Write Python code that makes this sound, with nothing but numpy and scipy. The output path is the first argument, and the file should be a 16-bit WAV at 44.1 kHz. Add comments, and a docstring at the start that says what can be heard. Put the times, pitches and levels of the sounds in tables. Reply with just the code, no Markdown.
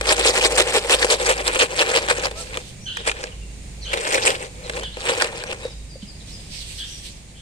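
"""A dry rattle, close by: a plastic tub of feed pellets is shaken about six times a second, then tipped
and rummaged, to call guinea pigs over a lawn. The pellets crackle on each other and drum on the hollow
tub, and fine pellet dust slides with a brief bright hiss. Raspy squeaks and thin bird whistles echo in
the yard, the grass hisses near the end as the animals run, and a low machine hum wavers under the air."""
import sys
import numpy as np
from scipy import signal
from scipy.fft import rfft, irfft
from scipy.io import wavfile
from scipy.ndimage import uniform_filter1d, minimum_filter1d

SR = 44100
rng = np.random.default_rng(int(sys.argv[2]) if len(sys.argv) > 2 else 0)


def log_audio(samples):
    """Write samples as a 16-bit WAV file to the path given in sys.argv[1]."""
    # one column per channel
    frames = np.atleast_2d(samples).T
    # limit to full scale, then quantise
    limited = np.clip(frames, -1, 1)
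    pcm = np.round(limited * 32767).astype(np.int16)
    wavfile.write(sys.argv[1], SR, pcm)


N = 326781
T = np.arange(N) / SR

# Tone of the outdoor air. Each row: frequency in Hz, relative level in dB.
AIR_COLOUR = [(20, -9), (36, -4), (60, -8), (90, -4.5), (180, -9), (280, -19), (500, -22.5), (1350, -36.5),
              (2300, -27), (3100, -32), (4100, -31), (5800, -33.5), (7100, -28), (7700, -33), (8400, -27.5),
              (11000, -46), (15500, -56)]
# Fader ride of the machine hum. Each row: time in seconds, level in dB.
HUM_RIDE = [(0.0, -38.5), (0.31, -35), (1.5, -39), (1.81, -49), (2.18, -36), (2.92, -55.5), (3.01, -42),
            (3.26, -46), (3.38, -36.5), (3.98, -37.5), (4.04, -49.5), (4.59, -38), (5.56, -52.5),
            (5.61, -39.5), (7.4, -46.5)]
# Tone of sliding dust and brushed grass. Each row: frequency in Hz, relative level in dB.
HISS_COLOUR = [(1000, -27.5), (2000, -6.5), (3200, 3), (4400, 3), (6000, -0.5), (7000, -5.5), (8400, 3.5),
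               (10000, -12), (12000, -14), (14000, -31)]
# Bright hisses: the first two are fine pellet dust sliding in the tub, the last two are runs through
# the grass. Each row: start and length in seconds, level in dB.
HISSES = [(2.345, 0.038, -32.5), (2.434, 0.26, -46.5), (6.248, 0.236, -47), (6.498, 0.5716, -37)]
# Bird whistles. Each row: start and length in seconds, start, middle and end pitch in Hz, level in dB.
BIRD_NOTES = [(2.801, 0.098, 5310, 6040, 6420, -43.5), (3.304, 0.0306, 3227, 2922, 2630, -42.5),
              (3.406, 0.046, 2707, 2744, 2746, -46), (3.816, 0.063, 5370, 6020, 6570, -42),
              (5.461, 0.02, 5380, 5860, 6080, -40.5), (5.62, 0.0633, 3850, 3830, 3664, -38.5),
              (5.697, 0.036, 5270, 5030, 4610, -44), (5.891, 0.0784, 5104, 4705, 4735, -44),
              (6.067, 0.053, 5000, 4850, 4015, -40.5), (6.312, 0.064, 5350, 4993, 4890, -40),
              (6.886, 0.083, 5900, 5764, 5860, -39.5)]
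# Raspy squeaks. Each row: start and length in seconds, start and end pitch in Hz, level in dB.
SQUEAK_NOTES = [(2.858, 0.0758, 3136, 3118, -28), (2.934, 0.0837, 3260, 3504, -34),
                (3.809, 0.0495, 4576, 3788, -36), (3.849, 0.074, 3018, 3147, -30.5),
                (4.634, 0.0374, 3900, 3934, -40), (4.814, 0.0742, 3066, 3229, -31),
                (4.918, 0.0425, 3910, 3990, -41), (6.019, 0.023, 3243, 2670, -44),
                (6.199, 0.0293, 3990, 3845, -43.5), (6.779, 0.083, 3196, 3098, -31.5),
                (7.348, 0.082, 3090, 2990, -47)]
# Dull hand bumps on the tub. Each row: start in seconds, pitch in Hz, decay in seconds, level in dB.
HAND_BUMPS = [(5.652, 494.3, 0.0063, -17.5), (5.956, 535, 0.00596, -31.5), (6.028, 199, 0.0105, -27)]
# A soft creak of the plastic. Each row: start and length in seconds, pitch in Hz, level in dB.
TUB_CREAKS = [(2.353, 0.08, 640.6, -44.5)]
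# How the tub is held. Each row: time and right-channel lag in seconds, open-mouth tone in dB.
TUB_POSE = [(0, 0.0002168, 2.5), (0.801, 0.000141, -55.5), (1.3, 0.0002834, -3), (2.0, 0.000236, -1.5),
            (3.1, 0.0003, 6), (4.2, .00037, -9), (5.2, 0.0002124, 2)]
# Resonances of the tub. Each row: frequency and bandwidth in Hz, relative level in dB.
TUB_MODES = [(394.7, 43.9, 0), (422.5, 45, 1), (493.7, 70.6, 4.5), (625, 34.8, -4), (781.7, 57.4, -5),
             (1062.8, 66, -12), (2007, 143, -13), (2422, 727, -11.5)]
# Tone of pellet on pellet. Each row: frequency in Hz, relative level in dB.
CRACKLE_COLOUR = [(300, -23.5), (600, 2.5), (1000, -1.5), (1400, -0.5), (1750, 3.5), (2100, 1.5), (2500, 3),
                  (3600, 1), (4600, -0.5), (6400, -5), (8400, 1.5), (9600, -9), (12300, -23), (15500, -29)]
# Shakes. Each row: landing time and flight in seconds, strength of the throw and its lead-in slide in dB.
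TUB_SHAKES = [(0.107, 0.0209, -10.5, -32), (0.284, 0.0242, -11.5, -20), (.452, 0.0267, -11.5, -16.5),
              (0.597, 0.0217, -9, -22), (0.76, 0.021, -10.5, -22.5), (0.924, 0.01755, -4, -27.5),
              (1.119, 0.0189, -8.5, -19.5), (1.305, 0.0363, -13.5, -25), (1.482, 0.0241, -20, -27),
              (1.625, 0.0243, -14, -23.5), (1.815, 0.0352, -17, -32), (1.966, 0.0264, -16.5, -23),
              (2.102, 0.0093, -17.5, -27.5), (2.256, 0.0232, -23.5, -29.5)]
# The hand stirs the pellets. Each row: crest time and swell in seconds, strength in dB.
HAND_STIRS = [(2.39, 0.125, -47), (2.554, 0.0344, -37.5), (3.005, 0.015, -42), (3.081, 0.01586, -24),
              (3.208, 0.0876, -43), (3.937, 0.0083, -21.5), (3.97, 0.057, -32), (4.08, 0.0502, -25.5),
              (4.147, 0.0255, -17.5), (4.274, .065, -23), (4.275, 0.0148, -13), (4.426, 0.0343, -35.5),
              (4.68, 0.0864, -45.5), (4.774, 0.0529, -34), (5.097, 0.0535, -24), (5.22, 0.0577, -27.5),
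              (5.37, 0.119, -40.5), (5.509, 0.02844, -34.5), (5.64, 0.048, -42.5)]
# Single hard pellet hits. Each row: start in seconds, relative levels of crack and tub knock in dB.
HARD_HITS = [(0.0111, -10, -21), (0.0702, -8.5, -21), (0.1235, 2, -17.5), (0.2538, -14.5, -11),
             (0.5797, 1.5, -28.5), (0.9074, -2.5, -28.5), (0.9408, -0.5, -13.5), (1.0461, -7, -10),
             (1.4782, -2.5, -30.5), (1.6, -10, -28), (2.0857, -13, -19), (2.1104, -9.5, -11.5),
             (2.237, -15, -32), (2.3119, -20, -25.5), (2.5724, -11.5, -20.5), (2.97, -14.5, -49),
             (3.075, -11.5, -20.5), (3.1148, -15, -48), (3.239, -20, -24.5), (4.1259, -11, -20.5),
             (4.1438, 0.5, -17), (4.1801, -15, -19), (4.2764, -3.5, -18.5), (4.3034, -12, -28.5),
             (4.6962, -14, -23.5), (4.8334, -16.5, -42.5), (4.9704, -25.5, -24), (5.0941, -15.5, -15.5),
             (5.2106, -10.5, -25.5), (5.2208, -3, -29), (5.244, -12, -26), (5.4377, -17.5, -40),
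             (5.5282, -21.5, -26)]

YARD_DECAY_S = 0.117


def undb(db):
    """Decibels to gain."""
    return 10 ** (np.asarray(db) / 20)


def unit(x):
    """Scale to rms 1."""
    return x / np.sqrt(np.mean(x ** 2))


def pan(db):
    """Channel gains for a left minus right level."""
    return undb(np.array([[db], [-db]]) / 2)


def add(track, start_s, sound):
    """Mix a sound into a track."""
    part = track[int(start_s * SR):][:len(sound)]
    part += sound[:len(part)]


def walk(rate_hz):
    """A smooth random wobble of rms 1."""
    hold = int(SR / rate_hz)
    steps = np.repeat(rng.standard_normal(N // hold + 1), hold)
    return unit(uniform_filter1d(uniform_filter1d(steps, hold), hold)[:N])


def note(length_s):
    """Progress 0-1 through a note, and its rounded envelope."""
    progress = np.linspace(0, 1, int(length_s * SR))
    return progress, np.sqrt(2 * np.abs(np.sin(np.pi * progress)))


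def ring(x, response):
    """Pass x through an impulse response scaled to unit energy."""
    response = response / np.sqrt(np.sum(response ** 2, axis=-1, keepdims=True))
    return signal.fftconvolve(np.atleast_2d(x), np.atleast_2d(response), axes=-1)[:, :N]


def colour(x, points, size=1024):
    """Minimum-phase EQ with the given (Hz, dB) outline."""
    hz, db = np.transpose(points)
    gain = undb(np.interp(np.log(np.fft.rfftfreq(size, 1 / SR) + 1), np.log(hz), db))
    cepstrum = irfft(np.log(gain))[:size // 2]
    cepstrum[1:] *= 2
    return ring(x, irfft(np.exp(rfft(cepstrum, size))))


def band(x, centre_hz, width_hz):
    """One resonance, gain 1 at the centre."""
    return signal.lfilter(*signal.iirpeak(centre_hz, centre_hz / width_hz, fs=SR), x)


def flicker(x, centres_hz, rate_hz, depth_db):
    """Let each band rise and fall on its own."""
    for hz in centres_hz:
        gain = undb(depth_db * (walk(rate_hz) - 0.4372))
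        x = x + (gain - 1) * band(x, hz, width_hz=hz / 4)
    return x


def echoes(x, decay_s, db):
    """A dense reverb tail, different on each side."""
    t = T[:SR // 2]
    return undb(db) * ring(x, rng.standard_normal((2, len(t))) * np.exp(-t / decay_s))


def far(x):
    """A distant call arrives mostly by way of walls and hedges."""
    return undb(-7) * x + echoes(x, decay_s=.008, db=-5) + echoes(x, YARD_DECAY_S, db=-4.5)


def pose():
    """The tub's right-channel lag in seconds and open-mouth tone in dB, at every sample."""
    times, lag_s, mouth_db = np.transpose(TUB_POSE)
    return np.interp(T, times, lag_s), np.interp(T, times, mouth_db)


def collisions(per_s, spread_db, scatter_s):
    """Random clicks of rms 1; each comes from its own spot, so its stereo lag differs."""
    chance, strength, place = rng.random(N), rng.standard_normal(N), rng.standard_normal(N)
    left = np.flatnonzero(chance < per_s / SR)
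    clicks = rng.choice([-1, 1], N)[left] * undb(spread_db * np.minimum(strength[left], 2))
    lag_s, _ = pose()
    lag = np.rint((lag_s + scatter_s * place)[left] * SR).astype(int)
    right = np.clip(left + lag, 0, N - 1)
    return unit(np.array([np.bincount(left, clicks, N), np.bincount(right, clicks, N)]))


def machine_hum(pitch_hz=53):
    """A low machine tone, wavering in pitch and level."""
    phase = 2 * np.pi * np.cumsum(pitch_hz + 0.685 * walk(13)) / SR
    level_db = np.interp(T, *np.transpose(HUM_RIDE)) + 2.66 * walk(12)
    return undb(level_db) * unit(np.sin(phase))


def outdoor_air(level_db=-41.5):
    """A soft bed of noise, narrow in the bass and wide in the treble."""
    mid, side = colour(rng.standard_normal((2, N)), AIR_COLOUR, size=8192)
    side_treble = signal.sosfilt(signal.butter(1, 700, "high", fs=SR, output="sos"), side)
    side = undb(-1) * side_treble + 0.163 * side
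    return undb(level_db + 0.91 * walk(3.6)) * np.array([mid + side, mid - side])


def hiss_level(attack_s=0.0345, release_s=0.0572):
    """Each hiss starts quickly, holds and dies away."""
    level = np.zeros(N)
    for start, length, db in HISSES:
        attack = np.clip((T - start) / attack_s, 0, 1)
        release = np.exp(-np.maximum(T - start - length, 0) / release_s)
        level += undb(db) * attack * release
    return level


def dust_and_grass(step_db=-53, steps_from_s=4.2):
    """Countless tiny contacts hiss: first dust sliding in the tub, later grass on fur and scuffing feet."""
    grains = colour(collisions(per_s=6900, spread_db=1, scatter_s=.0004), HISS_COLOUR)
    grains = flicker(grains, np.geomspace(2500, 9000, num=6), rate_hz=30, depth_db=2.6)
    steps = np.maximum(walk(24), 0) ** 2 * (T > steps_from_s)
    scuffs = undb(step_db) * steps * band(grains, centre_hz=3250, width_hz=2300)
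    hiss = grains * hiss_level() * undb(2.13 * walk(30))
    return (hiss + scuffs) * pan(-4)


def bird_whistles(waver=0.0185):
    """Far birds: thin, slightly unsteady glides, washed by the yard."""
    out, wobble = np.zeros(N), walk(350)
    for start, length, start_hz, middle_hz, end_hz, db in BIRD_NOTES:
        progress, envelope = note(length)
        hz = np.polyval(np.polyfit([0, .5, 1], [start_hz, middle_hz, end_hz], 2), progress)
        hz *= 1 + waver * wobble[int(start * SR):][:len(hz)]
        add(out, start, undb(db) * envelope * np.sin(2 * np.pi * np.cumsum(hz) / SR))
    return far(out)


def squeaks(trill_hz=48, under_db=-14, over_db=-13):
    """A fast uneven trill roughens each distant squeak; weaker tones sit below and above it."""
    out, rasp = np.zeros(N), walk(600)
    for start, length, start_hz, end_hz, db in SQUEAK_NOTES:
        progress, envelope = note(length)
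        trill = np.sin(2 * np.pi * trill_hz * length * progress)
        waver_hz = 120 * trill + 250 * np.roll(rasp, -int(start * SR))[:len(trill)]
        phase = 2 * np.pi * np.cumsum(start_hz + (end_hz - start_hz) * progress + waver_hz) / SR
        tones = np.sin(phase) + undb(under_db) * np.sin(.51 * phase)
        tones += undb(over_db) * np.sin(1.38 * phase)
        add(out, start, undb(db) * envelope * (1 + 0.18 * trill) * tones)
    return far(out)


def handling():
    """The hand bumps the tub, and once the plastic creaks."""
    out, t = np.zeros(N), T[:SR // 8]
    for start, hz, decay_s, db in HAND_BUMPS:
        envelope = 2 * t / decay_s * np.exp(1 - 2 * t / decay_s)
        add(out, start, undb(db) * envelope * np.sin(2 * np.pi * hz * t))
    for start, length, hz, db in TUB_CREAKS:
        _, envelope = note(length)
        phase = 2 * np.pi * np.cumsum(hz * (1 + 0.02 * walk(59)[:len(envelope)])) / SR
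        add(out, start, undb(db) * envelope * (np.sin(2 * phase) + 1.19 * np.sin(phase)))
    return out + echoes(out, decay_s=0.0143, db=-17)


def surges(settle_s=0.01901, slide_share=0.542, slide_rise_s=0.0388, slide_fall_s=0.0296):
    """Every move of the pellet mass: stirs, throws and the slides back between throws."""
    moves = [(crest, swell, swell, db) for crest, swell, db in HAND_STIRS]
    previous = 0
    for landing, flight, throw_db, slide_db in TUB_SHAKES:
        slide_crest = previous + slide_share * (landing - previous)
        moves.append((slide_crest, slide_rise_s, slide_fall_s, slide_db))
        moves.append((landing, flight, settle_s, throw_db))
        previous = landing
    return moves


def surge_level(growth, shape):
    """The pellets gather speed, land and settle; growth is dB of level per dB of strength."""
    power = np.zeros(N)
    for crest, rise, fall, db in surges():
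        near = slice(max(0, int((crest - 3 * rise) * SR)), int((crest + 3 * fall) * SR))
        t = T[near] - crest
        from_crest = np.abs(t / np.where(t < 0, rise, fall))
        power[near] += undb(growth * db) ** 2 * np.exp(-2 * from_crest ** shape)
    return np.sqrt(power)


def knocks():
    """Each hard hit is one blow on the tub wall, a touch later on the right."""
    out = np.zeros((2, N))
    lag_s, _ = pose()
    for start, _, db in HARD_HITS:
        add(out[0], start, undb([db]))
        add(out[1], start + lag_s[int(start * SR)], undb([db]))
    return out


def drumming(patter_db=-7.5, knock_db=22):
    """Pellets that reach the wall ring the tub, giving the rattle its body."""
    patter = collisions(per_s=1200, spread_db=2, scatter_s=.00006)
    blows = undb(patter_db) * surge_level(growth=0.6618, shape=1.162) * patter
    blows += undb(knock_db) * knocks()
    t = T[:SR // 10]
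    body = np.zeros(len(t))
    for k, (hz, width, db) in enumerate(TUB_MODES):
        envelope = undb(db) * width * np.exp(-np.pi * width * t)
        body += (-1) ** k * envelope * np.sin(2 * np.pi * hz * t)  # neighbours swing in opposite senses
    # a small tub radiates little below its lowest mode
    body = signal.sosfilt(signal.butter(4, 270, "high", fs=SR, output="sos"), body)
    return ring(blows, body) * pan(2.15)


def chatter_level(decay_s=.0028):
    """Each hard hit sets off a brief chatter among its neighbours."""
    level, t = np.zeros(N), T[:SR // 20]
    for start, db, _ in HARD_HITS:
        add(level, start, undb(db) * np.exp(-t / decay_s))
    return level


def tub_reflections(clicks, decay_s=.0014, db=-4):
    """Inside the tub every click gets its own short, wide noise tail."""
    keep = np.exp(-2 / (decay_s * SR))
    envelope = np.sqrt(signal.lfilter([1 - keep], [1, -keep], clicks ** 2))
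    return undb(db) * envelope * rng.standard_normal((2, N))


def crackling(patter_db=-0.9739, crack_db=-6.5):
    """Pellet on pellet: a dense patter of shifting colour with a few loud cracks."""
    patter = collisions(per_s=2500, spread_db=6.2, scatter_s=.00004)
    chatter = collisions(per_s=9000, spread_db=4, scatter_s=.00004)
    clicks = undb(patter_db) * surge_level(growth=0.9605, shape=1.159) * patter
    clicks += undb(crack_db) * chatter_level() * chatter
    clicks += tub_reflections(clicks)
    crackle = colour(clicks, CRACKLE_COLOUR)
    crackle = flicker(crackle, np.geomspace(1600, 8400, num=7), rate_hz=110, depth_db=4)
    # the open mouth adds a broad hollow tone and a narrow ring
    mouth = band(crackle, centre_hz=1365, width_hz=1490) + band(crackle, centre_hz=2431, width_hz=134)
    _, mouth_db = pose()
    return crackle + undb(mouth_db) * mouth


def pellets():
    """The tub at arm's length, with a trace of yard: gentle moves mostly drum, hard ones crackle."""
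    tub = crackling() + drumming()
    return tub + echoes(tub, YARD_DECAY_S, db=-27)


def scene():
    """The tub close by, the animals and the yard beyond."""
    action = pellets() + handling() + squeaks() + bird_whistles() + dust_and_grass()
    bed = (machine_hum() + outdoor_air()) * pan(-1.75)
    return action + bed


def record(dry):
    """A quick limiter holds down the tallest peaks, and the top is rolled off."""
    ceiling, top_hz = .9, 15500
    gain = np.minimum(1, ceiling / (np.abs(dry).max(axis=0) + 1e-9))
    gain = uniform_filter1d(minimum_filter1d(gain, size=129), size=129)
    return signal.sosfilt(signal.ellip(8, .2, 70, top_hz, fs=SR, output="sos"), dry * gain)


dry = scene()
out = record(dry)
log_audio(out)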